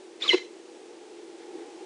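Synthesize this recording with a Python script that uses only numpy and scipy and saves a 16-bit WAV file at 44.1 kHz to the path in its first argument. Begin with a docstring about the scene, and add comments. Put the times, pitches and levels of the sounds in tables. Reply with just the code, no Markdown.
"""A falcon gives one short, harsh cackle in a nest box: a rising squeak, a hoarse catch, then a loud
whistle that breaks downward through its registers and ends in a low cluck. Each register is an
unsteady gliding tone over raspy breath; faint tones linger briefly after the call, longest near
2.2 kHz. A faint outdoor rumble hums in the box's low resonances over an even hiss, and two soft
rustles come near the end."""
import sys
import numpy as np
from scipy import signal
from scipy.fft import rfft, irfft
from scipy.io import wavfile
from scipy.ndimage import uniform_filter1d

SR = 44100
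rng = np.random.default_rng(int(sys.argv[2]) if len(sys.argv) > 2 else 0)


def generate_wav(signal):
    """Clip the signal to [-1, 1] and save it as 16-bit WAV at the path in sys.argv[1]."""
    frames = np.transpose(np.atleast_2d(signal))
    scaled = np.clip(frames, -1, 1) * 32767
    pcm = np.round(scaled).astype(np.int16)
    wavfile.write(sys.argv[1], SR, pcm)


N = 81585
TIME = np.arange(N) / SR


def from_db(db):
    """Decibels to gain."""
    return 10 ** (np.asarray(db) / 20)


def rms_one(x):
    """Scale to unit rms."""
    return x / np.sqrt(np.mean(x ** 2) + 1e-20)


def envelope(rows, fade_db_per_s=0):
    """Gain from a curve's first (t/s) and last (level/dB) columns; its ends hold or fade."""
    rows = np.array(rows)
    outside_s = np.abs(TIME - np.clip(TIME, rows[0, 0], rows[-1, 0]))
    fade_db = np.minimum(fade_db_per_s * outside_s, 200)
    return from_db(np.interp(TIME, rows[:, 0], rows[:, -1]) - fade_db)


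def coloured(x, points):
    """Equalise a sound along a curve of f/Hz, gain/dB."""
    hz, db = np.transpose(points)
    bins = np.maximum(np.fft.rfftfreq(N, 1 / SR), 1)
    gain = from_db(np.interp(np.log(bins), np.log(hz), db))
    return irfft(rfft(x) * gain, N)


def noise(colour):
    """Coloured noise at unit rms."""
    return rms_one(coloured(rng.standard_normal(N), colour))


def drift(rate_hz):
    """Smooth random wander at unit rms."""
    r = np.exp(-2 * np.pi * rate_hz / SR)
    return rms_one(signal.lfilter([1], [1, -2 * r, r * r], rng.standard_normal(N + SR))[SR:])


def resonance(x, hz, width_hz):
    """Two-pole resonance with unity gain at its peak."""
    r = np.exp(-np.pi * width_hz / SR)
    feedback = [1, -2 * r * np.cos(2 * np.pi * hz / SR), r * r]
    return signal.lfilter(np.array([1, 0, -1]) * (1 - r * r) / 2, feedback, x + 1e-18)


def drone(hz, width_hz):
    """A wavering hum: noise passed twice through one resonance."""
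    band = resonance(rng.standard_normal(N + SR), hz, width_hz)
    return rms_one(resonance(band, hz, width_hz)[SR:])


def box_hum():
    """Outdoor rumble caught in the low resonances of the box, slowly swelling."""
    # two groups of box resonances: f/Hz, width/Hz, level/dB
    low_modes = [(336.7, 41.7, 0.5), (372.8, 30.7, -2), (428.5, 21.5, -5), (475.2, 19, -7.5)]
    upper_modes = [(819, 52, 1.5), (884, 31, -6.5), (768, 77, -1.5)]
    # the swell of each group: t/s, level/dB
    low_swell = [(0, -47.5), (.2, -49.5), (.5, -47), (.66, -49.5), (.88, -48), (.97, -48.5), (1.07, -49),
                 (1.2, -44.5), (1.35, -47), (1.47, -46.5), (1.535, -40.5), (1.59, -39), (1.62, -43),
                 (1.68, -46), (1.75, -45), (1.79, -48.5), (1.82, -39), (1.85, -48)]
    upper_swell = [(0, -70), (.6, -67.5), (.8, -64), (1.0, -58.5), (1.25, -63.5), (1.55, -54),
                   (1.85, -55.5)]
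    low = sum(from_db(db) * drone(hz, width) for hz, width, db in low_modes)
    low_rms = np.sqrt(uniform_filter1d(low ** 2, int(.06 * SR)) + 1e-12)  # over 60 ms, to even it out
    upper = rms_one(sum(from_db(db) * drone(hz, width) for hz, width, db in upper_modes))
    return envelope(low_swell) * low / low_rms + envelope(upper_swell) * upper


def hiss():
    """An even bed of distant air and microphone hiss."""
    # tone of the bed: f/Hz, level/dB
    colour = [(30, -25), (90, -18.5), (140, -8), (200, 4), (290, 14.5), (520, 15.5), (680, 10.5), (950, 7),
              (1300, 2.5), (2500, 2.5), (4200, 0.5), (6500, -2), (8500, -4), (10300, -11)]
    # its slight rise: t/s, level/dB
    rise = [(0, -53.5), (.6, -53), (1.3, -52.5), (1.6, -51.5), (1.85, -51)]
    return envelope(rise) * noise(colour)


def register(curve, overtones_db, jitter, shimmer_db):
    """One gliding tone with overtones; jitter (a share of the pitch) and shimmer roughen it."""
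    times, hz, _ = np.transpose(curve)
    pitch = np.interp(TIME, times, hz) * (1 + jitter * drift(rate_hz=390))
    phase = 2 * np.pi * np.cumsum(pitch) / SR
    tone = sum(from_db(db + shimmer_db * drift(rate_hz=370)) * np.sin(harmonic * phase)
               for harmonic, db in enumerate([0, *overtones_db], start=1))
    return np.sqrt(2) * envelope(curve, fade_db_per_s=5002) * tone


def falcon():
    """The voice jumps from register to register over hoarse air in the throat."""
    # the glide of each register: t/s, f/Hz, level/dB
    squeak = [(.217, 3650, -60), (.2225, 3620, -27), (.226, 3396, -26.5), (.231, 3750, -30),
              (.237, 3763, -33.5), (.242, 4050, -31), (.247, 4000, -43), (.252, 3970, -54)]
    catch = [(.234, 1094, -71), (.241, 1176, -44.5), (.249, 1240, -37), (.255, 1295, -48.5),
             (.262, 1148, -40), (.269, 1120, -39), (.281, 1220, -65)]
    slur = [(.276, 3850, -50), (.280, 3805, -26.5), (.2835, 3435, -25), (.288, 3328, -25.5),
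            (.292, 3235, -23), (.297, 3230, -35)]
    whistle = [(.290, 3200, -30), (.2925, 3194, -16), (.295, 3014, -18), (.2995, 3028, -14),
               (.302, 2980, -27), (.305, 2720, -28)]
    whistle_end = [(.300, 2900, -54), (.304, 2831, -25.5), (.310, 2766, -44), (.320, 2750, -40.5),
                   (.330, 2663, -43), (.336, 2670, -38), (.345, 2696, -33), (.350, 2620, -48)]
    voice_break = [(.301, 2203, -38), (.3035, 2157, -26), (.308, 2050, -22.5), (.312, 2101, -18.5),
                   (.319, 2057, -29), (.324, 1930, -32), (.331, 2014, -36), (.338, 1950, -52)]
    shrill = [(.303, 4080, -49), (.311, 4107, -38), (.317, 4040, -29), (.323, 4032, -33),
              (.339, 4040, -35.5), (.352, 4060, -53), (.368, 4100, -45.5), (.39, 3995, -53),
              (.42, 3990, -62)]
    croak = [(.323, 960, -59), (.329, 973, -32.5), (.334, 983, -28.5), (.339, 947.5, -44.5),
             (.345, 874, -38), (.353, 890, -53)]
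    cluck = [(.330, 399.9, -67), (.334, 427.6, -19), (.339, 352.6, -24.5), (.344, 369, -12.5),
             (.350, 338, -19), (.356, 393, -28), (.361, 355, -51), (.372, 350, -43)]
    afternote = [(.360, 3200, -51), (.371, 3230, -38), (.379, 3080, -40.5), (.388, 3040, -62),
                 (.41, 2940, -65)]
    # push of the breath: t/s, level/dB
    breath = [(.198, -58), (.212, -42.5), (.226, -37.5), (.25, -37), (.275, -36.5), (.30, -35),
              (.322, -37.5), (.337, -30.5), (.35, -33.5), (.362, -49), (.385, -37.5)]
    # tone of the breath: f/Hz, level/dB
    breath_colour = [(40, -22), (160, -23), (250, -3), (380, 8.5), (750, -4.5), (1500, -5), (2300, 6.5),
                     (3200, 0), (4200, 3), (5500, -4.5), (7200, -16.5), (8100, -27.5), (9000, -15.5),
                     (10500, -33)]
    rasp = envelope(breath, fade_db_per_s=5002) * noise(breath_colour)
    voice = (register(squeak, [-22.5], jitter=.012, shimmer_db=1.4)
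             + register(catch, [-10, -12, -15], jitter=.025, shimmer_db=2.2)
             + register(slur, [-20.5, -35.5], jitter=.016, shimmer_db=1.6)
             + register(whistle, [-32.5, -44], jitter=.0094, shimmer_db=.81)
             + register(whistle_end, [-9], jitter=.011, shimmer_db=1.5)
             + register(voice_break, [-27, -40, -34.5], jitter=.0067, shimmer_db=.62)
             + register(shrill, [-30.5], jitter=.0068, shimmer_db=1.8)
             + register(croak, [-8, 3, -12, -16, -18, -20], jitter=.010, shimmer_db=1.0)
             + register(cluck, [-24, -23, -28], jitter=.02, shimmer_db=.5)
             + register(afternote, [-20], jitter=.012, shimmer_db=3.4))
    low_cut = signal.butter(4, 284, "high", fs=SR, output="sos")
    return rasp + signal.sosfilt(low_cut, voice)


def call_tail(call):
    """A short diffuse wash and faint tones linger after the call, longest near 2.2 kHz."""
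    # tones that hang on after the call: f/Hz, gain/dB, t60/s
    lingering_tones = [(372, -21, .14), (474.6, -3.5, 0.069), (1690, 7, 0.27), (2160, -1, 0.4),
                       (2815, -7.5, 0.12), (4010, -2.5, 0.16), (4070, 0.5, .16)]
    # colour of the wash: f/Hz, gain/dB
    wash_colour = [(200, -23.5), (400, -8.5), (1000, -8), (2200, -1.5), (3100, -9.5), (3650, 0.5),
                   (4500, -4.5), (7000, 9), (10000, -6.5)]
    wash_db, t60_s, build_s = -9, .31, .0098
    tail = rng.standard_normal(N) * from_db(-60 * TIME / t60_s) * (1 - np.exp(-TIME / build_s))
    wash = signal.fftconvolve(coloured(call, wash_colour), tail / np.linalg.norm(tail))[:N]
    tones = sum(from_db(db) * resonance(call, hz, np.log(1000) / (np.pi * t60))
                for hz, db, t60 in lingering_tones)
    return from_db(wash_db) * wash + tones


def rustles():
    """Two very soft rustles, each a brief bell-shaped swell of noise."""
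    # the swells: t/s, half-width/s, level/dB
    swells = [(1.42, 0.027, -57.5), (1.61, .05, -59.5)]
    # their tone: f/Hz, level/dB
    colour = [(600, -20), (1500, -3), (2000, -1), (2800, -10), (4000, -7), (8000, -26)]
    gain = sum(from_db(db) * np.exp(-.5 * ((TIME - t) / width) ** 2) for t, width, db in swells)
    return gain * noise(colour)


def scene():
    """The call and its tail over the quiet bed, nearly mono with a little width in the mids."""
    # left-right difference: f/Hz, gain/dB
    side_colour = [(100, -62), (300, -40), (480, -31), (800, -21), (1300, -24.5), (2500, -52)]
    call = falcon()
    mid = call + call_tail(call) + box_hum() + hiss() + rustles()
    side = coloured(np.imag(signal.hilbert(mid)), side_colour)  # a quarter cycle behind the mid
    return mid + side * np.array([[1], [-1]])


def record(dry):
    """A steep high cut at 10.5 kHz."""
    return signal.sosfilt(signal.ellip(12, .1, 80, 10500, fs=SR, output="sos"), dry)


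dry = scene()
out = record(dry)
generate_wav(out)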